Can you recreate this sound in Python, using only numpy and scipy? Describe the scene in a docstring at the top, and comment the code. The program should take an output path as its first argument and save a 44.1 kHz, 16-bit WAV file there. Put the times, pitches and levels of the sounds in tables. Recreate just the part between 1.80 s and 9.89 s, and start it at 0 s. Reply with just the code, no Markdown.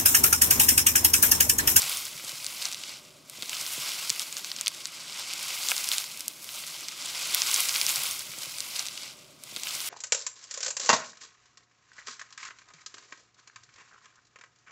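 """A riverbank thick with dry reeds, heard close as walkers push through.
Leaves rustle as thousands of tiny noise ticks over a hiss, with short scrapes where stalks touch.
Stems snap as band-passed jerks with a splintering tail; feet thud as a dull knock and a ringing sine.
Wind and river hum low behind them, as drifting bands of noise.
One microphone is spread to two channels; the passage of about six seconds plays round again."""
import sys
import numpy as np
from scipy import signal
from scipy.io import wavfile
from scipy.ndimage import uniform_filter1d

SR = 44100
rng = np.random.default_rng(int(sys.argv[2]) if len(sys.argv) > 2 else 0)


def master_out(mix):
    """Clip the mix to full scale and print it as 16-bit PCM to the path in sys.argv[1]."""
    frames = np.transpose(np.atleast_2d(mix))
    ceiling = np.clip(frames, -1, 1)
    pcm = np.round(ceiling * 32767).astype(np.int16)
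    wavfile.write(sys.argv[1], SR, pcm)


N = 356769
PASSAGE = 270751   # samples until the passage starts over

# bodies pushing through the reeds, a curve: time_s, push_db (before the leaf and crackle gains),
# treble_db (lift or cut, in full from 12 kHz)
BRUSHING = [(0.0, -31, 0.5), (0.13, -32.5, 3), (0.33, -42.5, -0.5), (0.53, -40.5, -1.5), (0.71, -40, -1),
            (0.86, -36, -3), (0.98, -44, -6), (1.08, -40, -10), (1.16, -43, -11), (1.21, -52, -6),
            (1.44, -58, -5), (1.53, -47, -3), (1.62, -44.5, -0.5), (1.74, -36, -3.5), (1.92, -36.5, 2),
            (2.08, -33.5, -3.5), (2.26, -36.5, -2), (2.5, -42, -0.5), (3.11, -44.5, -9), (3.41, -37.5, -12),
            (3.85, -33.5, 0), (4.2, -35, 1), (4.28, -41.5, -2), (4.59, -49, 2), (4.76, -39.5, 1),
            (5.14, -41.5, -6.5), (5.25, -36, -7.5), (5.53, -32.5, -4.5), (5.73, -28.5, -0.5),
            (6.14, -33.5, 2.5)]
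# bunches of stems crushed at once, each a brief swell of the rustle: peak_time_s, push_db
CRUNCHES = [(0.49, -37.5), (2.30, -36), (2.416, -33), (2.58, -38.5), (2.65, -42), (2.79, -44), (2.87, -44),
            (3.0, -44), (3.4, -38.5), (3.9, -35), (4.13, -33), (4.41, -50), (4.87, -48), (5.58, -32),
            (5.96, -32), (6.09, -28)]
CRUNCH_RISE_S, CRUNCH_FALL_S = 0.013, 0.02
# colour of the rustling leaves: frequency_hz, relative_db (per Hz)
LEAF_SPECTRUM = [(240, -48), (400, -19), (432, -18.5), (579, -14), (1190, -5.5), (1520, -8), (1780, -4.5),
                 (2170, -1.5), (4690, 0), (12000, -6.5), (15800, -8.5)]
MEDIAN_TICKS_PER_S, TICK_SIZE_SPREAD_DB = 9000, 4
# separate stalk contacts: median rate, level against the push level
MEDIAN_CRACKLES_PER_S, CRACKLE_DB = 450, -9
# stems snapping: start_s, crack_peak_db, pitch_hz
STEM_SNAPS = [(0.0197, -10, 5800), (0.0956, -11.5, 7460), (0.1718, -14, 6700), (0.254, -16, 7380),
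              (0.397, -32, 2500), (0.447, -22, 5500), (0.4805, -26, 8000), (0.494, -17, 5400),
              (0.6446, -21, 5450), (0.6653, -13, 5440), (0.8215, -17, 4500), (0.8253, -18, 5110),
              (0.8544, -12, 4980), (0.8865, -24, 6000), (0.915, -25, 6500), (0.926, -18, 5580),
              (0.9313, -18.5, 5630), (0.9454, -17, 5200), (1.037, -19, 4330), (1.4976, -26, 7500),
              (1.6237, -14.5, 5470), (1.629, -19, 4500), (1.632, -26, 2960), (1.658, -26, 5000),
              (1.6948, -13.5, 6010), (1.7314, -17, 3200), (1.7682, -17.5, 4580), (1.8647, -17, 4800),
              (2.296, -9.5, 6030), (2.3021, -1.5, 5170), (2.3955, -8.5, 5260), (2.419, -20, 5670),
              (2.5262, -18, 5340), (2.5682, -18.5, 5000), (2.6457, -18, 4600), (2.7165, -14, 4060),
              (2.7637, -17, 5100), (2.787, -22, 3500), (2.8111, -10, 6000), (2.8619, -14, 4970),
              (2.8705, -7, 3970), (2.8802, -3, 5800), (2.947, -26, 5730), (3.0555, -15, 4800),
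              (3.07, -28, 7000), (3.5355, -13, 6200), (3.6288, -18, 8700), (3.8868, -9, 5280),
              (3.895, -15, 5730), (3.9115, -13, 6200), (3.9167, -7, 2110), (3.9185, -15.5, 1470),
              (3.9654, -13, 5020), (3.9798, -11, 5970), (4.0428, -14, 7000), (4.0744, -22, 5720),
              (4.089, -8, 6670), (4.1164, -11, 3380), (4.1337, -15, 4660), (4.1824, -7, 5700),
              (4.2418, -20, 4960), (4.3738, -24, 9000), (4.3945, -29, 9000), (4.4067, -17.5, 6960),
              (4.481, -9, 8600), (4.6434, -24, 10080), (4.6907, -24, 4000), (4.8379, -24, 2800),
              (4.867, -22, 8000), (4.8755, -27, 6000), (5.0845, -18.5, 5370), (5.089, -27, 4640),
              (5.2591, -18, 5700), (5.5465, 0.5, 9300), (5.5473, -9.5, 3480), (5.5521, -17, 9000),
              (5.6193, -5, 4740), (5.7141, -8, 6200), (5.7429, -0.5, 5440), (5.7615, -10, 4500),
              (5.7978, -20, 5810), (5.8046, -6, 7400), (5.8875, -9, 6170), (5.893, -12, 5280),
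              (5.9067, -18, 5410), (5.9418, -14, 5090), (5.9571, -11.5, 3430), (5.9616, -6.5, 4030),
              (6.014, -3, 5100), (6.0655, -7.5, 6000), (6.0927, -8, 5440)]
# width of a crack at 5 kHz, and how much wider it gets with each octave: thinner, higher stems crack wider
SNAP_OCTAVES, WIDER_PER_OCTAVE = 1.27, 0.48
# splinter tail at its start behind a 0 dB crack; share of the crack's level that it follows
SPLINTER_DB, SPLINTER_FOLLOWS = -21, 0.54
# feet on the soft ground: start_s, knock_peak_db, boom_db (before its rise, decay and filter)
FOOTFALLS = [(0.033, -53, -43), (0.349, -53, -45), (0.44, -44, -48), (0.529, -48, -44), (0.781, -59.5, -58),
             (1.585, -42.5, -45.5), (1.629, -39, -64), (1.82, -43.5, -52), (1.979, -37.5, -40.5),
             (2.303, -41, -40.5)]
# ring of the soft ground: pitch_hz, t60_s
GROUND_RING = (141, 0.086)
# lowest rumble of the wind, a curve: time_s, level_db (before its slow drift)
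WIND_RUMBLE = [(0.0, -70), (0.75, -73.5), (1.4, -79), (2.2, -75), (3.0, -79), (4.3, -78), (4.85, -83),
               (5.1, -89), (5.55, -65), (6.14, -67)]
# colour of the low hum: frequency_hz, relative_db (per Hz, weights for equal-ratio bands)
HUM_SPECTRUM = [(53, -40), (90, -13.5), (146, -1.5), (195, -1), (373, 0), (431, -9.5), (575, 2),
                (845, -13.5), (1110, -2), (1600, -14), (2080, -32), (3520, -120)]
# low hum at the mean rumble level; share of the rumble's swing that it follows
HUM_DB, HUM_FOLLOWS = -59, 0.053
DRONE_HZ, DRONE_WIDTH_HZ, DRONE_DB = 138, 37, -73   # a faint steady drone within the hum
# narrow dips in the tone of the whole sound: frequency_hz, width_hz, depth (0-1)
TONE_DIPS = [(436, 25, 0.98), (1772, 280, 0.67)]
CEILING = 1.1   # peaks are rounded off below this height
CUTOFF_HZ = 15750


def rustle():
    """Leaves tick in clumps over their own hiss; each tick sounds in a wide band of its own size."""
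    push_db, treble_db = pushing()
    clump = drift(30)
    born = rng.random(PASSAGE) < MEDIAN_TICKS_PER_S * from_db(3.0 * clump) / SR
    sizes = from_db(TICK_SIZE_SPREAD_DB * np.minimum(rng.exponential(1, PASSAGE), 5.5))
    ticks = born * sizes * rng.choice([-1, 1], PASSAGE)
    # even out the local loudness, so that coarseness leaves it alone
    ticks = ticks / np.sqrt(uniform_filter1d(ticks ** 2, size=9000) + 1e-9)
    size_class = rng.uniform(-2, 13, PASSAGE)
    hiss = rng.standard_normal((2, PASSAGE))
    total = 0
    for k, hz in enumerate(420 * 2 ** np.arange(0, 5.6, .5)):
        reached = np.abs(size_class - k) < 2.5   # a tick spans about two octaves
        voice = rms_one(ticks * reached) + 0.75 * hiss[k % 2]
        voice = band(voice, hz / 2 ** 0.28, hz * 2 ** 0.3)
        voice = rms_one(voice) * np.sqrt(hz)   # per-Hz level to band level
        # fine leaves near the microphone lift the treble
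        tilt_db = np.clip(np.log2(hz / 6000), 0, 1) * treble_db
        color_db = at_hz(LEAF_SPECTRUM, min(hz, 16000))
        total = total + voice * from_db(color_db + tilt_db + 1.0 * drift(29))
    leaves = rms_one(total) * from_db(0.33 * clump)
    return from_db(push_db) * (from_db(1.15) * leaves + from_db(CRACKLE_DB) * crackles())


def pushing():
    """Push level and treble of the rustle: brushing plus quick crunches, added as power."""
    brush_db, treble_db = in_time(BRUSHING)
    power = from_db(2 * brush_db)
    t = np.arange(PASSAGE) / SR
    for peak_s, db in CRUNCHES:
        distance = np.where(t < peak_s, (peak_s - t) / CRUNCH_RISE_S, (t - peak_s) / CRUNCH_FALL_S)
        power = power + from_db(2 * db) * np.exp(-distance ** 2)
    return 10 * np.log10(power), treble_db


def crackles():
    """Scattered stalk contacts, each a scrape of a millisecond or two in one of eight bands; rms 1."""
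    born = rng.random(PASSAGE) < MEDIAN_CRACKLES_PER_S * from_db(5.0 * drift(15)) / SR
    sizes = from_db(3.2 * np.minimum(rng.exponential(1, PASSAGE), 3.5))
    stalk = rng.integers(0, 8, PASSAGE)
    grit = rng.standard_normal(PASSAGE)
    fade = [1, -np.exp(-1 / (0.00084 * SR))]   # decay time 0.84 ms
    total = 0
    for k, hz in enumerate(np.geomspace(2000, 9000, 8)):
        envelope = signal.lfilter([1], fade, born * sizes * (stalk == k) + 1e-18)
        total = total + band(grit * envelope, hz / 1.49, hz * 1.27)
    return rms_one(total)


def snaps():
    """A crack of two or three cycles, then fibres splintering for a few milliseconds."""
    length = 900
    out, t = np.zeros(PASSAGE + length), np.arange(length) / SR
    shape = (len(STEM_SNAPS), length)
    fibres = rng.standard_normal(shape) * rng.exponential(1, shape)
    for (start_s, peak_db, hz), fibre in zip(STEM_SNAPS, fibres):
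        octaves = SNAP_OCTAVES + WIDER_PER_OCTAVE * np.log2(hz / 5000)
        reach = min(2 ** (octaves / 2), 16000 / hz)   # ratio from the pitch to either band edge
        # the stem gives way in a few quick jerks
        split = (t == 0) + 0.5001 * fibre * np.exp(-t / 0.0002)
        crack = band(split, hz / reach, hz * reach) + 0.11 * band(split, hz * reach, 17300)
        crack = from_db(peak_db) * crack / np.abs(crack).max()
        tail = rms_one(band(fibre, hz / reach / 1.92, hz * reach * 0.88)) * np.exp(-t / 0.0025)
        tail = from_db(SPLINTER_DB + SPLINTER_FOLLOWS * peak_db) * tail
        i = round(start_s * SR)
        out[i:i + length] += crack + tail
    return out[:PASSAGE]


def thuds():
    """A dull wide knock of the sole, and the ground booming briefly under it as a decaying sine."""
    length = 4000
    out, t = np.zeros(PASSAGE + length), np.arange(length) / SR
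    knock = band(band((t == 0) * 1., 144, 690), 74, 720)
    ring_hz, t60_s = GROUND_RING
    boom = np.sin(2 * np.pi * ring_hz * t) * from_db(-60 * t / t60_s)
    boom = boom * (1 - np.exp(-t / 0.0015))   # soft onset
    boom = band(boom, 90, 400)
    for start_s, knock_db, boom_db in FOOTFALLS:
        i = round(start_s * SR)
        out[i:i + length] += from_db(knock_db) * knock / knock.max() + from_db(boom_db) * boom
    return out[:PASSAGE]


def air():
    """Lumpy low noise of wind and water: drifting hum bands, a lowest rumble and a faint drone."""
    rumble_db, = in_time(WIND_RUMBLE)
    white = rng.standard_normal((2, PASSAGE))
    hum = 0
    for k, hz in enumerate(95 * 2 ** np.arange(0, 4.2, 1 / 3)):
        voice = band(white[k % 2], hz / 2 ** 0.18, hz * 2 ** 0.095)
        hum = hum + voice * from_db(at_hz(HUM_SPECTRUM, hz) + 1.34 * drift(20))
    drone = band(white[0], DRONE_HZ - DRONE_WIDTH_HZ / 2, DRONE_HZ + DRONE_WIDTH_HZ / 2)
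    drone = from_db(DRONE_DB) * rms_one(drone)
    rumble = rms_one(band(white[1], 62, 126)) * from_db(rumble_db + 2.8 * drift(1.2))
    hum_db = HUM_DB + HUM_FOLLOWS * (rumble_db - rumble_db.mean())
    return from_db(hum_db) * rms_one(hum) + rumble + drone


def from_db(db):
    """Decibels to amplitude gain."""
    return 10 ** (np.asarray(db) / 20)


def rms_one(x):
    """Scale to rms 1."""
    return x / np.sqrt(np.mean(x ** 2) + 1e-20)


def in_time(rows):
    """Columns of a curve, one value a sample."""
    time_s, *columns = np.transpose(rows)
    return [np.interp(np.arange(PASSAGE) / SR, time_s, column) for column in columns]


def at_hz(points, hz):
    """Read a spectrum on a log-frequency axis."""
    point_hz, point_db = np.array(points).T
    return np.interp(np.log(hz), np.log(point_hz), point_db)


def drift(rate_hz):
    """Slow random wander of spread 1: noise through two equal poles, made at a 20th of the rate."""
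    pole = np.exp(-40 * np.pi * rate_hz / SR)
    noise = rng.standard_normal(PASSAGE // 20 + 2002)
    slow = signal.lfilter([1], [1, -2 * pole, pole * pole], noise)[2000:]   # drop the filter's start
    return np.interp(np.arange(PASSAGE) / 20, np.arange(len(slow)), rms_one(slow))


def band(x, low_hz, high_hz):
    """Causal band-pass."""
    edges_hz = [low_hz, min(high_hz, .45 * SR)]
    return signal.sosfilt(signal.butter(2, edges_hz, "band", fs=SR, output="sos"), x)


def scene():
    """One passage through the reeds, played on in a loop."""
    once = rustle() + snaps() + thuds() + air()
    return np.tile(np.resize(once, N), (2, 1))


def record(dry):
    """One channel with narrow tone dips and rounded peaks, widened by a late copy of opposite signs."""
    mid = dry.mean(axis=0)
    for hz, width_hz, depth in TONE_DIPS:
        peak = signal.lfilter(*signal.iirpeak(hz, hz / width_hz, fs=SR), mid)
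        mid = mid - np.clip(depth, 0, 1) * peak
    # a gentle low-pass softens the highest treble
    mid = signal.sosfilt(signal.butter(4, 15000, fs=SR, output="sos"), mid)
    mid = CEILING * np.tanh(mid / CEILING)
    late = np.r_[np.zeros(41), mid[:-41]]   # just under a millisecond
    late = signal.sosfilt(signal.butter(2, 155, "high", fs=SR, output="sos"), late)
    side = .38 * signal.sosfilt(signal.butter(2, 1450, fs=SR, output="sos"), late)
    top_cut = signal.ellip(12, .3, 70, CUTOFF_HZ, fs=SR, output="sos")
    return signal.sosfilt(top_cut, [mid + side, mid - side])


dry = scene()
out = record(dry)
master_out(out)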